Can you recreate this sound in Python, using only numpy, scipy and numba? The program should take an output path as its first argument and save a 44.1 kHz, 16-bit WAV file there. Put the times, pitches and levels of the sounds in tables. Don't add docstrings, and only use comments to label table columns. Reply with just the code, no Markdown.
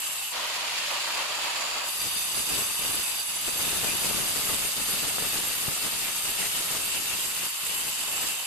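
import sys
import numpy as np
from scipy import signal
from scipy.fft import rfft, irfft, next_fast_len
from scipy.io import wavfile
from numba import njit

SR = 44100
rng = np.random.default_rng(int(sys.argv[2]) if len(sys.argv) > 2 else 0)


def store_pcm(level_fs):
    pcm = np.round(np.clip(level_fs, -1, 1) * 32767).astype(np.int16)
    wavfile.write(sys.argv[1], SR, np.atleast_2d(pcm).T)


N = 373086
TIME = np.arange(N) / SR
LIFT_S, LAND_S = 0.331, 1.874


# t/s, place (0 near end - 1 far end)
PLACE = [(0, 1), (.33, 0.78), (1.86, 0.039), (3.2, 0.05), (4.0, 0.25), (4.8, 0.35), (5.6, 0.556),
         (6.6, 0.54), (8.46, 1.0)]
# t/s, depth (0 skimming - 1 buried)
DEPTH = [(0, 0.047), (1.9, 0.18), (3.3, 0.33), (4.1, 0.76), (5.0, 0.98), (6.6, 1), (7.6, 0.55),
         (8.46, 0.03)]


def cutting(flutter=0.093):
    place, = in_time(PLACE)
    depth, = in_time(DEPTH)
    force_db = rim_force_db()
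    ring = disc_ring(force_db, place, depth)
    hiss = grit_hiss(force_db, place, depth)
    rumble = slab_rumble(force_db, place, depth)
    return fluttering(ring, flutter) + microphones(hiss + rumble + chips() + flares(), LEAN)


# t/s, level/dB
PRESSURE = [(0, -9), (.31, -17.5), (1.9, -11), (2.1, -6), (2.7, -4.5), (3.05, -7), (3.35, -9), (3.65, 5.3),
            (4.15, 6.2), (4.7, 2), (5.5, 1.5), (6.2, -3), (6.9, -1), (7.7, -3.5), (8.28, -0.5),
            (8.46, -15.5)]
# t/s at the middle, length/s, added force/dB
BITES = [(2.05, 0.089, 8.5), (2.38, 0.068, 8.5), (2.57, 0.17, 10), (2.6, .06, 1.5), (2.92, 0.22, 11.5),
         (3.47, 0.05, 4), (3.69, 0.063, 2), (3.86, 0.1, 2), (4.08, 0.07, 3.5), (4.22, 0.08, 1),
         (4.52, 0.072, 5), (4.63, 0.059, 5.5), (4.81, 0.066, 4), (4.92, .07, 5.5), (5.04, 0.14, 4),
         (5.23, 0.11, 4.5), (5.36, 0.066, 2.5), (5.48, 0.054, 1), (5.69, 0.084, 3.5), (5.85, 0.076, 5.5),
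         (6.06, 0.072, 4.5), (6.28, 0.071, 3.5), (6.43, 0.086, 7), (6.58, .07, 6), (6.76, 0.11, 6),
         (6.97, 0.055, 5.5), (7.14, 0.11, 4.5), (7.44, 0.055, 3), (7.75, 0.063, 1.5), (7.87, 0.041, 4),
         (8.22, 0.063, 2.5)]
# t/s at the middle, length/s, lost force/dB
SLIPS = [(.325, 0.055, 12), (1.93, 0.063, 5), (2.73, 0.12, 2), (3.25, 0.069, 10), (4.73, 0.072, 7),
         (5.57, 0.061, 4), (7.55, 0.14, 15), (7.95, 0.085, 9)]


def rim_force_db(chatter_db=1.5, chatter_hz=24):
    pressure_db, = in_time(PRESSURE)
    return pressure_db + swells(BITES) - swells(SLIPS) + chatter_db * drift(chatter_hz)


# f/Hz at the near end, middle and far end, width/Hz of a skimming rim,
# relative level/dB at the near end, middle and far end, left minus right level/dB, left lead/rad
DISC = [(964, 870, 810, 170, -13, -21, -11.5, 2.5, 0), (2610, 2710, 2680, 125, -5.5, -3.3, -1, -4, -0.43),
        (2914, 2970, 2985, 100, -5, -5, -2, -7, 1.57), (3624, 3660, 3680, 53, -2.5, -5.5, -7.5, -3.5, -2.2),
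        (4730, 4690, 4730, 36, 1.5, -5, -7, -3, -0.5), (6220, 6170, 6180, 99, -6.5, -10, -12, 2, 0.3),
        (7590, 7650, 7650, 100, -5.5, -2.5, 2.5, -2.5, 1.6), (8000, 8130, 8080, 83, -1, -5, -11, 3, 1.2),
        (8740, 8700, 8720, 65, -4.5, -2, -3.5, 7, 1.2), (8970, 9060, 9080, 93, -7.5, -4, -5, 5, -1),
        (9990, 9950, 10000, 81, 2.5, -2, -5, -3.5, 2), (10270, 10430, 10440, 110, -10.5, -7.5, -3, 6, -0.1),
        (10820, 10780, 10800, 160, -9.5, -10, -10, 3, -1),
        (11690, 11610, 11660, 135, -3, -4, -3.5, -1.5, 0.2),
        (12300, 12050, 12100, 120, -14, -6, -6, -5, 0.5),
        (13700, 13740, 13700, 170, -12.5, -10, -12, 1.5, 1),
        (14600, 14300, 14340, 220, -13, -15.5, -16, 1, 1)]
# level/dB, change with force/(dB per dB), change at the far end/dB
RING_LAW = (-30, 0.17, -1.1)


def disc_ring(force_db, place, depth, flicker_db=1.68, waver_db=0.57, diffuse=0.66,
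              wander_hz=22, damping_hz=44, clamp_db=4.5, clamp_hz=6000):
    strikes = grit(per_s=20000, size_db=1.0)
    sides = np.array([[.5], [-.5]])
    heard = strikes[0] + 2 * sides * diffuse * strikes[1]
    shared_wander = drift(5.4)
    tones = 0
    for k, row in enumerate(DISC):
        near_hz, middle_hz, far_hz, width, near_db, middle_db, far_db, pan_db, lead = row
        clamped_db = clamp_db * depth / (1 + (near_hz / clamp_hz) ** 2)
        tone_db = along(place, near_db, middle_db, far_db) - clamped_db + flicker_db * drift(15.6)
        gain = (-1) ** k * from_db(tone_db)
        direction = from_db(pan_db * sides) * np.exp(1j * lead * sides)
        wander = (shared_wander + drift(11.0)) / 2
        hz = along(place, near_hz, middle_hz, far_hz) + wander_hz * (.5 + depth) * wander
        ringing = resonate(heard, hz, width + damping_hz * depth)
        tones = tones + gain * (direction * ringing).real
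    ring_db = layer_db(RING_LAW, force_db, place) + waver_db * drift(16)
    return from_db(ring_db) * rms_one(tones)


# f/Hz, relative level/dB per Hz
HISS = [(300, -37), (600, -12), (800, -5.5), (1200, 0.9), (1550, -4), (1900, -1.6), (3200, 3), (4300, 1.5),
        (5100, 2), (5650, -2.5), (6300, 0), (7000, 2), (8350, -4.5), (9400, -2.5), (11200, -5),
        (12300, -1.5), (12900, -28)]
# level/dB, change with force/(dB per dB), change at the far end/dB
HISS_LAW = (-33.5, 0.18, -.3)


def grit_hiss(force_db, place, depth, rasp_depth_db=1.0):
    rasp = patchy(coloured(grit(per_s=28000, size_db=1.86), HISS), patchy_db=1.4, rate_hz=23)
    hiss_db = layer_db(HISS_LAW, force_db, place) + rasp_depth_db * depth
    return from_db(hiss_db) * off_the_wall(rasp, place)


# f/Hz, relative level/dB per Hz
RUMBLE = [(20, -6), (60, -4), (180, -0.5), (380, -2.5), (600, -3.5), (1100, -8.5), (1700, -6.5),
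          (3000, -11.5), (8000, -21)]
# level/dB, change with force/(dB per dB), change at the far end/dB
RUMBLE_LAW = (-44, 0.94, 0.41)
THUD_LAW = (-42.5, 0.89, -1.9)


def slab_rumble(force_db, place, depth, thud_hz=400, skim_depth=0.061):
    knocks = coloured(grit(per_s=4000, size_db=2.0), RUMBLE)
    thud = filtered(knocks, lambda hz: 1 / (1 + (hz / thud_hz) ** 2))
    upper = from_db(layer_db(RUMBLE_LAW, force_db, place)) * (knocks - thud)
    deep = from_db(layer_db(THUD_LAW, force_db, place)) * thud
    return np.tanh(depth / skim_depth) * (upper + deep)


# t/s, level/dB before the decay, top f/Hz, decay/s
CHIPS = [(3.668, -38, 450, .008), (3.952, -34, 320, .009), (4.111, -25, 1600, 0.0022),
         (4.146, -35, 380, .008), (4.17, -36, 450, 0.0064), (4.198, -33, 450, .008),
         (4.648, -34, 450, .006), (5.038, -34, 500, .006), (5.183, -25, 1600, 0.0019),
         (5.223, -29, 800, .006), (5.356, -35, 450, .005), (5.68, -29.5, 340, 0.011)]


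def chips(low_hz=55):
    out = np.zeros((2, N))
    age = TIME[:SR // 8]
    for s, db, top_hz, decay_s in CHIPS:
        band = signal.butter(2, [low_hz, top_hz], "band", fs=SR, output="sos")
        rattle = signal.sosfilt(band, rng.standard_normal((2, len(age))))
        fade = np.exp(-age / decay_s)
        knock = rms_one(rattle * fade) * np.sqrt(np.mean(fade ** 2))
        start = int(s * SR)
        out[:, start:start + len(age)] += from_db(db) * knock
    return out


# t/s at the middle, length/s, f/Hz, width/Hz, level/dB
FLARES = [(2.134, .32, 3620, 50, -45), (2.184, 0.06, 4740, 50, -35), (2.68, 0.079, 8650, 50, -42),
          (3.18, .07, 4720, 50, -41), (3.656, .12, 3630, 180, -42), (3.892, 0.047, 2470, 220, -35),
          (4.0, .45, 9930, 80, -40), (4.98, 0.25, 4670, 260, -43), (6.06, 0.1, 2290, 300, -38.5),
          (6.3, .5, 9100, 130, -47), (6.402, 0.054, 2780, 350, -36), (6.44, .08, 2040, 600, -39),
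          (6.908, 0.065, 7700, 60, -38), (6.957, 0.089, 2730, 220, -36), (7.108, 0.088, 2750, 220, -38),
          (7.55, .2, 4725, 60, -51), (8.22, 0.15, 7620, 110, -42)]


def flares():
    out = np.zeros((2, N))
    for s, length, hz, width, db in FLARES:
        peak = signal.iirpeak(hz, hz / width, fs=SR)
        band = rms_one(signal.lfilter(*peak, rng.standard_normal((2, N))))
        out += from_db(db) * swells([(s, length, 1)]) * band
    return out


def spinning_free(flutter=.07):
    place, = in_time(PLACE)
    drive = fluttering(motor_noise(place) + housing_rattle(), flutter)
    return air_rush(place) + motor_gain(place) * drive


# f/Hz, relative level/dB per Hz
AIR = [(20, -15), (120, -16.5), (300, -9.5), (470, -9.5), (600, 0.5), (1100, 0.5), (1500, -4), (2500, -27),
       (6000, -18.5)]
# f/Hz, width/Hz, relative level/dB
GUARD = [(597, 79, -7), (956, 82, 0), (1125, 220, -3.5)]
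# t/s, level/dB
GUARD_LEVEL = [(.33, 0), (.84, -4.5), (.91, 0.5), (1.25, 1), (1.86, -1.5), (5.5, -6)]
# t/s at the middle, length/s, change/dB
GUSTS = [(.39, .1, 2), (.8, .08, -2), (.935, .075, 2), (1.035, .08, -3.5), (1.16, .15, 1.5),
         (1.28, .07, -2)]


def air_rush(place, air_db=-39.0, far_db=-2.5):
    hollow_db, = in_time(GUARD_LEVEL)
    open_air = coloured(rng.standard_normal((2, N)), AIR)
    hollow = from_db(hollow_db) * body(rng.standard_normal((2, N)), GUARD)
    gain = from_db(air_db + far_db * place + swells(GUSTS) + 1.5 * drift(35))
    return gain * (open_air + hollow)


# f/Hz, relative level/dB per Hz
MOTOR = [(300, -20.5), (1000, -11.5), (1800, -0.6), (2250, 0), (2800, 2.8), (3700, 0), (4500, -0.2),
         (5600, -6.5), (6600, -6.5), (8000, -10), (12200, -11.5), (13000, -24), (14500, -21), (15500, -30)]


def motor_noise(place):
    whirr = coloured(grit(per_s=30000, size_db=.6), MOTOR)
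    return off_the_wall(patchy(whirr, patchy_db=0.8, rate_hz=21), place)


# f/Hz, width/Hz, relative level/dB
HOUSING = [(2660, 180, 3.5), (4680, 330, 1.5), (6970, 130, 1), (7210, 160, 0.5), (7550, 100, -5)]


def housing_rattle(rattle_db=-2.5, rise_db_per_s=6.5):
    swell_db = rattle_db + rise_db_per_s * np.minimum(TIME - LAND_S, 0)
    return from_db(swell_db + 2.0 * drift(25)) * body(grit(per_s=5000, size_db=-0.5), HOUSING)


def motor_gain(place, motor_db=-33.5, far_db=3.0, raised_db=2.0):
    height = np.sin(np.pi * np.clip((TIME - LIFT_S) / (LAND_S - LIFT_S), 0, 1))
    return from_db(motor_db + raised_db * height + far_db * place + 0.79 * drift(35))


def fluttering(x, amount, flutter_hz=172.3):
    return x * (1 + amount * np.sin(2 * np.pi * flutter_hz * TIME))


PATCH_EDGES = [1400, 2100, 2900, 3900, 5200, 7500]


def patchy(source, patchy_db, rate_hz):
    out = 0
    for edge_hz in PATCH_EDGES:
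        band = filtered(source, lambda hz: 1 / (1 + (hz / edge_hz) ** 16))
        source = source - band
        out = out + from_db(patchy_db * drift(rate_hz)) * band
    return rms_one(out + source)


def off_the_wall(x, place, near_ms=2.6, far_ms=1.9, sway_ms=.12, share=0.23):
    delay_ms = near_ms + (far_ms - near_ms) * place + sway_ms * drift(2.5)
    late = TIME - delay_ms / 1000
    echo = np.array([np.interp(late, TIME, side, left=0) for side in x])
    return rms_one(x + share * echo)


# f/Hz, likeness (-1..1)
LIKENESS = [(60, 0.23), (250, 0), (600, 0.5), (1200, 0.41), (2500, 0.18), (5000, -0.12), (9000, 0.12),
            (13000, 0.06)]
# f/Hz, level/dB
LEAN = [(100, 6), (300, 7), (600, 6), (1200, 3.5), (2500, 1), (4000, -2), (7000, -1), (8800, 9.5),
        (11000, 4.5)]
# f/Hz, level/dB
FREE_LEAN = [(60, -7), (150, -0.5), (380, 0.5), (950, 0.5), (2380, -0.5), (5980, -1.5), (15000, 3.5)]


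def microphones(x, lean):
    mid = filtered(x[0], lambda hz: np.sqrt(1 + np.clip(at_hz(LIKENESS, hz), -1, 1)))
    side = filtered(x[1], lambda hz: np.sqrt(1 - np.clip(at_hz(LIKENESS, hz), -1, 1)))
    pair = np.array([mid + side, mid - side]) / np.sqrt(2)
    return filtered(pair, lambda hz: from_db(at_hz(lean, hz) * [[.5], [-.5]]))


def grit(per_s, size_db):
    sizes = from_db(size_db * np.minimum(rng.exponential(1, N), 5))
    hits = rng.random(N) < per_s / SR
    return rms_one(hits * sizes * rng.standard_normal((2, N)))


def layer_db(law, force_db, place):
    db, follows, far_db = law
    return db + follows * force_db + far_db * place


def from_db(db):
    return 10 ** (np.asarray(db) / 20)


def rms_one(x):
    return x / np.sqrt(np.mean(x ** 2) + 1e-20)


def in_time(rows):
    s, *columns = np.transpose(rows)
    return [np.interp(TIME, s, c) for c in columns]


def at_hz(points, hz):
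    at, value = np.transpose(points)
    return np.interp(np.log(hz + 1), np.log(at), value)


def along(place, near, middle, far):
    return np.interp(place, [0, .5, 1], [near, middle, far])


def swells(rows, shape=6.2):
    coarse = TIME[::64]
    total = sum(height * np.exp(-np.abs(2 * (coarse - s) / length) ** shape)
                for s, length, height in rows)
    return np.interp(TIME, coarse, total)


def drift(rate_hz):
    step = 40
    r = np.exp(-2 * np.pi * rate_hz * step / SR)
    noise = rng.standard_normal(N // step + 2002)
    slow = signal.lfilter([1], [1, -2 * r, r * r], noise)[2000:]
    return np.interp(np.arange(N) / step, np.arange(len(slow)), rms_one(slow))


def filtered(x, gain_at):
    size = next_fast_len(N + 4096)
    hz = np.arange(size // 2 + 1) * SR / size
    return irfft(rfft(x, size) * gain_at(hz), size)[..., :N]


def coloured(x, spectrum):
    return rms_one(filtered(x, lambda hz: from_db(at_hz(spectrum, hz))))


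def body(x, modes):
    out = 0
    for hz, width, db in modes:
        out = out + from_db(db) * signal.lfilter(*signal.iirpeak(hz, hz / width, fs=SR), x)
    return rms_one(out)


def resonate(x, hz, width):
    turn = np.exp(2j * np.pi * np.cumsum(hz + np.zeros(N)) / SR)
    keep = np.exp(-np.pi * np.abs(width + np.zeros(N)) / SR)
    return 2 * turn * leak(x * turn.conj(), keep)


@njit
def leak(x, keep):
    out = np.zeros_like(x)
    for side in range(len(x)):
        for i in range(1, len(keep)):
            out[side, i] = keep[i] * out[side, i - 1] + (1 - keep[i]) * x[side, i]
    return out


def scene(lift_fade_s=0.038, land_fade_s=0.085, loaded_db=-14):
    rise = np.clip(.5 + (TIME - LIFT_S) / lift_fade_s, 0, 1)
    fall = np.clip(.5 + (LAND_S - TIME) / land_fade_s, 0, 1)
    lifted = rise * fall
    running = np.maximum(np.sqrt(lifted), from_db(loaded_db))
    return np.sqrt(1 - lifted) * cutting() + running * microphones(spinning_free(), FREE_LEAN)


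def record(dry):
    soft = signal.sosfilt(signal.butter(12, 14700, fs=SR, output="sos"), dry)
    return signal.sosfilt(signal.ellip(10, .2, 80, 15700, fs=SR, output="sos"), soft)


dry = scene()
out = record(dry)
store_pcm(out)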